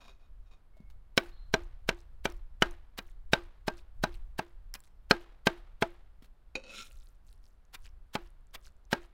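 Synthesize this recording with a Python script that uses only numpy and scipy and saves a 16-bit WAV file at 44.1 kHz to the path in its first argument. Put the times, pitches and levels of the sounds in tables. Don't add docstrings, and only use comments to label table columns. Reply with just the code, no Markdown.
import sys
import numpy as np
from scipy import signal
from scipy.fft import rfft, irfft, next_fast_len
from scipy.io import wavfile
from scipy.ndimage import uniform_filter1d, map_coordinates

SR = 44100
rng = np.random.default_rng(int(sys.argv[2]) if len(sys.argv) > 2 else 0)


def log_audio(samples):
    frames = np.atleast_2d(samples).T
    limited = np.clip(frames, -1, 1)
    pcm = np.round(limited * 32767).astype(np.int16)
    wavfile.write(sys.argv[1], SR, pcm)


N = 402633
TIME = np.arange(N) / SR
AGE = np.arange(SR // 2) / SR

# t/s, force/dB, bite into the wood/dB, squelch/dB, peeling free/dB
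CHOP_CUES = [(1.1762, -25.5, 6, -52, -67.5), (1.5396, -27, 0.2, -47, -90), (1.8896, -30, 4, -44, -67.5),
             (2.2542, -31.5, 0.5, -42.5, -73), (2.6218, -25, 3.5, -50, -70.5),
             (2.988, -45.5, 4.5, -40, -69.5), (3.3331, -25, 2.5, -42.5, -73.5),
             (3.6804, -31.5, -1.5, -44.5, -64), (4.0375, -29.5, -2.5, -43.5, -62),
             (4.3917, -34.5, -5, -43, -98), (4.754, -61.5, 11, -44.5, -69.5),
             (5.1099, -22.5, 1.5, -43.5, -68.5), (5.4694, -24.5, 1, -41.5, -75),
             (5.8229, -27, -2, -43.5, -89), (7.752, -67, 17.5, -45, -61), (8.1527, -34, -1, -45, -71.5),
             (8.555, -61, 11, -45.5, -60), (8.9289, -28.5, 0.5, -43, -69.5)]
SNAP_CUES = [(1.172, -19), (1.2376, -44), (2.301, -42), (2.3226, -40.5), (2.7105, -41.5), (4.7403, -25),
             (4.8039, -43.5), (4.8384, -49.5), (6.9723, -50.5), (7.3284, -47.5)]
SHOVE_CUES = [(6.78, 0.064, -59), (6.89, 0.1917, -73.5), (7.24, 0.0673, -73.5), (7.41, 0.0447, -74)]
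SET_DOWN_CUES = [(6.5537, -37.5)]
CORNER_CUES = [(6.54, 0.0256, -48.5), (6.61, 0.152, -56)]
DRAG_CUES = [(6.63, 0.1722, -46.5)]
GRATE_CUES = [(0, 0.0982, -60.5), (.19, 0.064, -76.5), (.455, 0.0167, -75), (.505, 0.0262, -67)]
BUMP_CUES = [(0.769, -57.5, 627, 0.074, -77), (0.803, -40, 183, 0.0333, -81.5),
             (0.9, -89.5, 900, 0.01, -68.5), (1.259, -47.5, 1500, .025, -67),
             (6.223, -46, 260, 0.0206, -66.5), (6.243, -67, 506, 0.044, -66.5)]
BIRD_CUES = [(.73, 0.091, 2207, 2195, -72.5), (.815, 0.072, 2196, 2185, -72.5),
             (1.312, .09, 3460, 4232, -66), (1.364, .13, 2964, 4163, -67)]
WIND_CURVE = [(0.0, -56.5), (0.48, -50), (0.79, -56.5), (0.91, -44), (3.36, -42), (3.56, -50),
              (4.22, -39.5), (4.45, -48.5), (8.98, -49), (9.13, -56.5)]

# f/Hz, level/dB, t60/s
THUD_MODES = [(211.5, 3, 0.017), (405.3, -3, 0.021), (547, -4.5, 0.014)]
CLONK_MODES = [(646.06, -7.5, 0.06), (890.3, 4, 0.029), (971, -4, .035)]
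KNOCK_MODES = [(1130, -3, 0.023), (1304.3, 0, 0.028), (1461, -1.5, .028), (1568, 3.5, 0.023),
               (1592.4, -18, 0.11), (1765, 0, 0.0073)]
EDGE_MODES = [(2377.2, -7.5, 0.03), (2770, 1, 0.017), (3050, -1, .013), (3546, -4.5, 0.01),
              (3988.6, -3.5, 0.02), (5199, -7, 0.014), (5800, -6, 0.0059)]
CLINK_MODES = [(533.4, -10, 0.111), (2463, 1.5, 0.063), (4036, -4.5, 0.0317), (6750, -24.5, 0.044)]

# f/Hz, width/Hz, level/dB
CORNER_BANDS = [(260, 127, -10.5), (527.8, 50.3, 0), (900, 295, -14.5), (1435, 137, -12.5),
                (1920, 150, -18.5), (2573, 44.3, 3.5), (3106, 145, -15), (3814, 80, -7), (4470, 237, -13.5),
                (5700, 380, -20), (6602, 61, -14), (7310, 87, -20.5), (8980, 225, -26)]
FLAT_BANDS = [(218.5, 74, -2.5), (542, 51, -10), (1362, 69.7, 4), (2184, 41, 2.5), (2454, 129, 2.5),
              (2970, 600, -3), (3546, 280, 1.5), (4023, 170, 1), (5394, 320, -4), (6725, 114, -3.5),
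              (7065, 115, -5.5), (9500, 1050, -22.5)]
GRATER_BANDS = [(260, 316, -4.5), (706, 80, 2.5), (1070, 396, -3), (2210, 88, -8), (2470, 67, 2.5),
                (3390, 118, -8), (3727, 76, 1), (4700, 97, -10.5), (4930, 120, -16.5), (5650, 237, -12),
                (6384, 142, -12), (7210, 183, -18), (8650, 140, -32)]

# f/Hz, level/dB
CRACK_EQ = [(700, -19.5), (1500, 0.5), (2300, 3), (3000, 0), (4000, -3.5), (5500, -6), (7000, -12),
            (10000, -21), (16000, -27)]
SQUELCH_EQ = [(150, -16.5), (400, -9), (1000, 1), (2500, -1), (4000, -1), (6000, -8), (9000, -11),
              (15000, -11)]
PEEL_EQ = [(400, -25), (1500, -2.5), (3500, -7), (7000, -5), (10000, -3), (15000, -7.5)]
RUMBLE_EQ = [(10, 0.5), (28, 3.5), (48, -5.5), (70, -12.5), (130, -27.5), (500, -71)]
AIR_EQ = [(60, 4), (150, 3.5), (300, -3), (700, -5.5), (1400, -8.5), (2200, -16), (4300, -21.5),
          (6000, -28.5), (10000, -28.5), (14500, -30), (16000, -40.5)]
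GROUND_EQ = [(80, -12.5), (200, 3.5), (500, 5), (1500, 1.5), (2300, -7), (4000, -13.5), (7000, -17),
             (15000, -2)]
PORCH_EQ = [(80, -10), (200, 5), (500, 11.5), (1500, 2), (2300, -4.5), (4000, -4.5), (7000, -18.5),
            (15000, -15.5)]
FAR_EQ = [(100, -2.5), (300, -6.5), (800, 4.5), (1600, 4.5), (4000, -11.5), (6000, -15.5), (12000, -25.5)]
WASH_EQ = [(100, -9), (300, 2.5), (800, 4.5), (1600, 1.5), (2400, -3), (4000, -8.5), (5500, -18),
           (8000, -26), (15000, -35)]


def chops(clonk_db=-3, knock_db=-2, edge_db=-6, crack_db=-5, ground_db=-15, wash_db=6):
    track = np.zeros(N)
    firm_db, knock_slope = -29, 1.3
    fast_attack, slow_attack = 1 - fade(0.0063), 1 - fade(0.016)
    splinter = fade(0.015) * (1 - fade(0.051))
    thud_eq = [(40, -16.5), (130, -1.5), (700, 7.5), (2000, -15.5)]
    for s, force, bite, _, _ in CHOP_CUES:
        thud = unit_hit(eq(ring(THUD_MODES, scatter_db=1, detune=0), thud_eq))
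        clonk = unit_hit(ring(CLONK_MODES, scatter_db=3, detune=0.033) * fast_attack)
        steel = unit_hit(ring(KNOCK_MODES, scatter_db=3.5, detune=0.016) * fast_attack)
        edge = unit_hit(ring(EDGE_MODES, scatter_db=5.5, detune=0.049) * slow_attack)
        fibres = unit_hit(eq(noise() * splinter, CRACK_EQ))
        wood = amp(force) * (thud + amp(clonk_db - bite) * clonk)
        knock = amp(firm_db + knock_slope * (force - firm_db) + knock_db) * steel
        blow = wood + knock + amp(force + bite) * (amp(edge_db) * edge + amp(crack_db) * fibres)
        ground = eq(noise() * fade(0.071) * (1 - fade(0.0089)), GROUND_EQ)
        scatter = amp(ground_db) * convolve(blow, unit_energy(ground))
        tail = amp(force) * (stand_boom() + amp(wash_db) * yard_wash())
        add(track, s, blow + scatter + tail)
    return track


def stand_boom(hz=346.1, boom_db=-17, delay_s=0.024, swell_s=0.022, t60=0.23):
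    swell = stroke(delay_s, swell_s, attack_s=swell_s / 2, release_t60=t60, t=AGE)
    rattle = 0.25 * wobble(600)
    return amp(boom_db) * swell * np.sin(2 * np.pi * hz * AGE + rattle)


def liver(squelch_db=4, cling_db=-79, peel_db=1, settle_db=-86):
    track = np.zeros(N)
    lead_s = 0.04
    t = AGE - lead_s
    heaped_at_s, flat_cut_s, heap_cut_s = 7.2, 0.0095, 0.02097
    rise_s, stop_s, touch_s = 0.0076, 0.0017, 0.005
    peel_delay_s, peel_width_s = 0.106, 0.015
    ease_in = np.exp(np.clip(-(t + 0.0061) / rise_s, -50, 50))
    choke = np.exp(np.clip((t - 0.001) / stop_s, -50, 50))
    squeeze = 1 / (ease_in + choke + 0.5)
    cling = amp(cling_db) * stroke(s=0.025, length=0.085, attack_s=0.012, release_t60=0.2, t=t)
    lift = np.exp(-0.5 * ((t - peel_delay_s) / peel_width_s) ** 2)
    for s, _, _, squelch, peel in CHOP_CUES:
        cut_s = heap_cut_s if s > heaped_at_s else flat_cut_s
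        entry = 0.5 + 0.5 * np.tanh((t + cut_s) / touch_s)
        juice = unit(eq(grains(rate=2900, hiss=0.929), SQUELCH_EQ))
        cut = amp(squelch + squelch_db) * entry * squeeze * juice
        crackle = cling * wet_ticks(rate=230, hz=9000, spread=0.35, hiss=0.25, cycles=1.2)
        suck = amp(peel + peel_db) * lift * wet_ticks(rate=610, hz=4300, spread=0.54, hiss=0.22)
        add(track, s - lead_s, cut + crackle + suck)
    shove = strokes(SHOVE_CUES, attack_s=0.0238, release_t60=0.31)
    smear = wet_ticks(rate=330, hz=6986, spread=0.479, hiss=0.444, size=N)
    sag = wet_ticks(rate=20, hz=8980, spread=0.486, hiss=0, size=N)
    return track + shove * smear + amp(settle_db) * (TIME > heaped_at_s) * sag


def film_snaps(snap_db=-1, t60=0.0062, pitch_hz=5000, spray=0.712):
    track = np.zeros(N)
    for s, db in SNAP_CUES:
        hz = pitch_hz * np.exp(0.22 * rng.standard_normal())
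        tick = eq(fade(t60) * (np.sin(2 * np.pi * hz * AGE) + spray * noise()), PEEL_EQ)
        add(track, s, amp(db + snap_db) * tick / np.abs(tick).max())
    return track


def blade_scrape(drag_db=1, grit_db=-13, crack_db=-14.5):
    slide = strokes(CORNER_CUES, attack_s=0.0297, release_t60=0.161)
    drag = amp(drag_db) * strokes(DRAG_CUES, attack_s=0.1562, release_t60=0.215)
    corner = unit(resonate(grains(rate=500, hiss=0.63, size=N), CORNER_BANDS))
    rasp = unit(resonate(grains(rate=1400, hiss=0.67, size=N), FLAT_BANDS))
    grit = wet_ticks(rate=640, hz=8030, spread=0.29, hiss=0.34, size=N)
    track = slide * corner + drag * (rasp + amp(grit_db) * grit)
    for s, db in SET_DOWN_CUES:
        contact = noise() * fade(0.043)
        clink = unit_hit(ring(CLINK_MODES, scatter_db=2, detune=0))
        clatter = unit_hit(resonate(contact, CORNER_BANDS))
        crack = amp(crack_db) * unit_hit(eq(contact, CRACK_EQ))
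        add(track, s, amp(db) * (clink + clatter + crack))
    return track


def grater(grate_db=1):
    pressure = amp(grate_db) * strokes(GRATE_CUES, attack_s=0.0072, release_t60=0.18)
    return pressure * unit(resonate(grains(rate=1200, hiss=0.62, size=N), GRATER_BANDS))


def bumps():
    track = np.zeros(N)
    for s, db, hz, t60, rustle_db in BUMP_CUES:
        knock = fade(t60) * np.sin(2 * np.pi * hz * AGE)
        rustle = unit_hit(eq(grains(rate=2600, hiss=0.56) * fade(0.078), SQUELCH_EQ))
        add(track, s, amp(db) * knock + amp(rustle_db) * rustle)
    return track


def yard_wash(porch_db=-23, porch_t60=0.22, far_db=-38, far_t60=0.75, uneven_db=2.5):
    porch = unit_hit(eq(noise() * fade(porch_t60), WASH_EQ)) * (1 - fade(0.044))
    far = unit_hit(eq(noise() * fade(far_t60), WASH_EQ)) * (1 - fade(0.2))
    clumps = amp(uneven_db * wobble(300))
    return clumps * (amp(porch_db) * porch + amp(far_db) * far)


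def yard_reverb(x, ground_db, porch_db, far_db):
    ground = unit_energy(eq(noise() * fade(0.17) * (1 - fade(0.045)), GROUND_EQ))
    porch = unit_energy(eq(noise() * fade(1.0) * (1 - fade(0.14)), PORCH_EQ))
    far = unit_energy(eq(noise() * fade(0.35) * (1 - fade(0.24)), FAR_EQ))
    return x + convolve(x, amp(ground_db) * ground + amp(porch_db) * porch + amp(far_db) * far)


def bird(glide_s=0.012, waver=0.0078):
    track = np.zeros(N)
    for s, length, from_hz, to_hz, db in BIRD_CUES:
        glide = to_hz + (from_hz - to_hz) * np.exp(-(AGE / glide_s) ** 2)
        hz = glide * (1 + waver * wobble(150))
        swell = (1 - fade(0.05)) * np.clip(1 - AGE / length, 0, 1)
        add(track, s, amp(db) * swell * np.sin(2 * np.pi * np.cumsum(hz) / SR))
    return yard_reverb(track, ground_db=-8, porch_db=-4.5, far_db=-8.5)


def wind(wind_db=-1.5, gust_db=3.5, gust_rate=7):
    s, db = np.transpose(WIND_CURVE)
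    strength = amp(wind_db + np.interp(TIME, s, db))
    gusts = map_coordinates(rng.standard_normal(200), [TIME * gust_rate], mode="mirror")
    return strength * unit(amp(gust_db * gusts) * eq(noise(N), RUMBLE_EQ))


def air(air_db=-73):
    return amp(air_db) * unit(eq(noise(N), AIR_EQ))


def ring(modes, scatter_db, detune):
    chance = rng.standard_normal((len(modes), 2))
    return sum(amp(db + scatter_db * a) * fade(t60) * np.sin(2 * np.pi * hz * (1 + detune * b) * AGE)
               for (hz, db, t60), (a, b) in zip(modes, chance))


def wet_ticks(rate, hz, spread, hiss, cycles=2.5, size=len(AGE)):
    count = max(int(rate * size / SR), 1)
    start = rng.integers(0, size, count)
    detune, strength = rng.standard_normal((count, 2)).T
    pitch = np.clip(hz * np.exp(spread * detune), 500, 19000)
    turns = pitch[:, None] * AGE[:SR // 200]
    ticks = strength[:, None] * np.exp(-turns / cycles) * np.sin(2 * np.pi * turns)
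    where = start[:, None] + np.arange(turns.shape[1])
    crackle = np.bincount(where.ravel(), ticks.ravel(), size)[:size]
    return unit(unit(crackle) + hiss * unit(eq(noise(size), PEEL_EQ)))


def grains(rate, hiss, size=len(AGE)):
    clicks = (rng.random(size) < rate / SR) * noise(size)
    return unit(unit(clicks) + hiss * noise(size))


def noise(size=len(AGE)):
    return rng.standard_normal(size)


def wobble(samples):
    return unit(uniform_filter1d(noise(), size=samples))


def stroke(s, length, attack_s, release_t60, t=TIME):
    attack = np.clip((t - s) / attack_s, 0, 1) ** 2
    return attack * np.exp(-np.log(1000) * np.maximum(t - s - length, 0) / release_t60)


def strokes(cues, attack_s, release_t60):
    return sum(amp(db) * stroke(s, length, attack_s, release_t60) for s, length, db in cues)


def fade(t60):
    return np.exp(-np.log(1000) * AGE / t60)


def eq(x, curve):
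    m = 2 ** 14 if len(x) == N else 2 ** 11
    hz, db = np.transpose(curve)
    gain = amp(np.interp(np.log(np.fft.rfftfreq(m, 1 / SR) + 1), np.log(hz), db))
    cepstrum = irfft(np.log(gain), m)
    cepstrum[1:m // 2] *= 2
    cepstrum[m // 2 + 1:] = 0
    return convolve(x, irfft(np.exp(rfft(cepstrum)), m)[:m // 2])


def resonate(x, bands):
    m = 2 ** 12
    f = np.fft.rfftfreq(m, 1 / SR)
    body = sum((-1) ** k * amp(db) * 1j * f * width / (hz * hz - f * f + 1j * f * width)
               for k, (hz, width, db) in enumerate(bands))
    return convolve(x, irfft(body, m)[:m // 2])


def convolve(x, response):
    return signal.oaconvolve(x, response)[:len(x)]


def amp(db):
    return 10 ** (np.asarray(db) / 20)


def unit(x):
    return x / np.sqrt(np.mean(x ** 2) + 1e-20)


def unit_hit(x):
    return x / np.sqrt(np.mean(x[:SR // 50] ** 2) + 1e-20)


def unit_energy(x):
    return x / np.sqrt(np.sum(x ** 2))


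def add(track, s, x):
    start = max(round(s * SR), 0)
    track[start:start + len(x)] += x[:N - start]


def scene():
    foley = liver() + film_snaps() + blade_scrape() + grater() + bumps()
    foreground = chops() + yard_reverb(foley, ground_db=-17, porch_db=-27.5, far_db=-37.5)
    return (foreground + bird() + wind() + air())[None]


def record(dry, top_hz=16400, slope_hz=700):
    m = next_fast_len(N + SR // 2)
    gain = np.clip((top_hz - np.fft.rfftfreq(m, 1 / SR)) / slope_hz, 0, 1)
    return irfft(rfft(dry, m) * gain, m)[..., :N]


dry = scene()
out = record(dry)
log_audio(out)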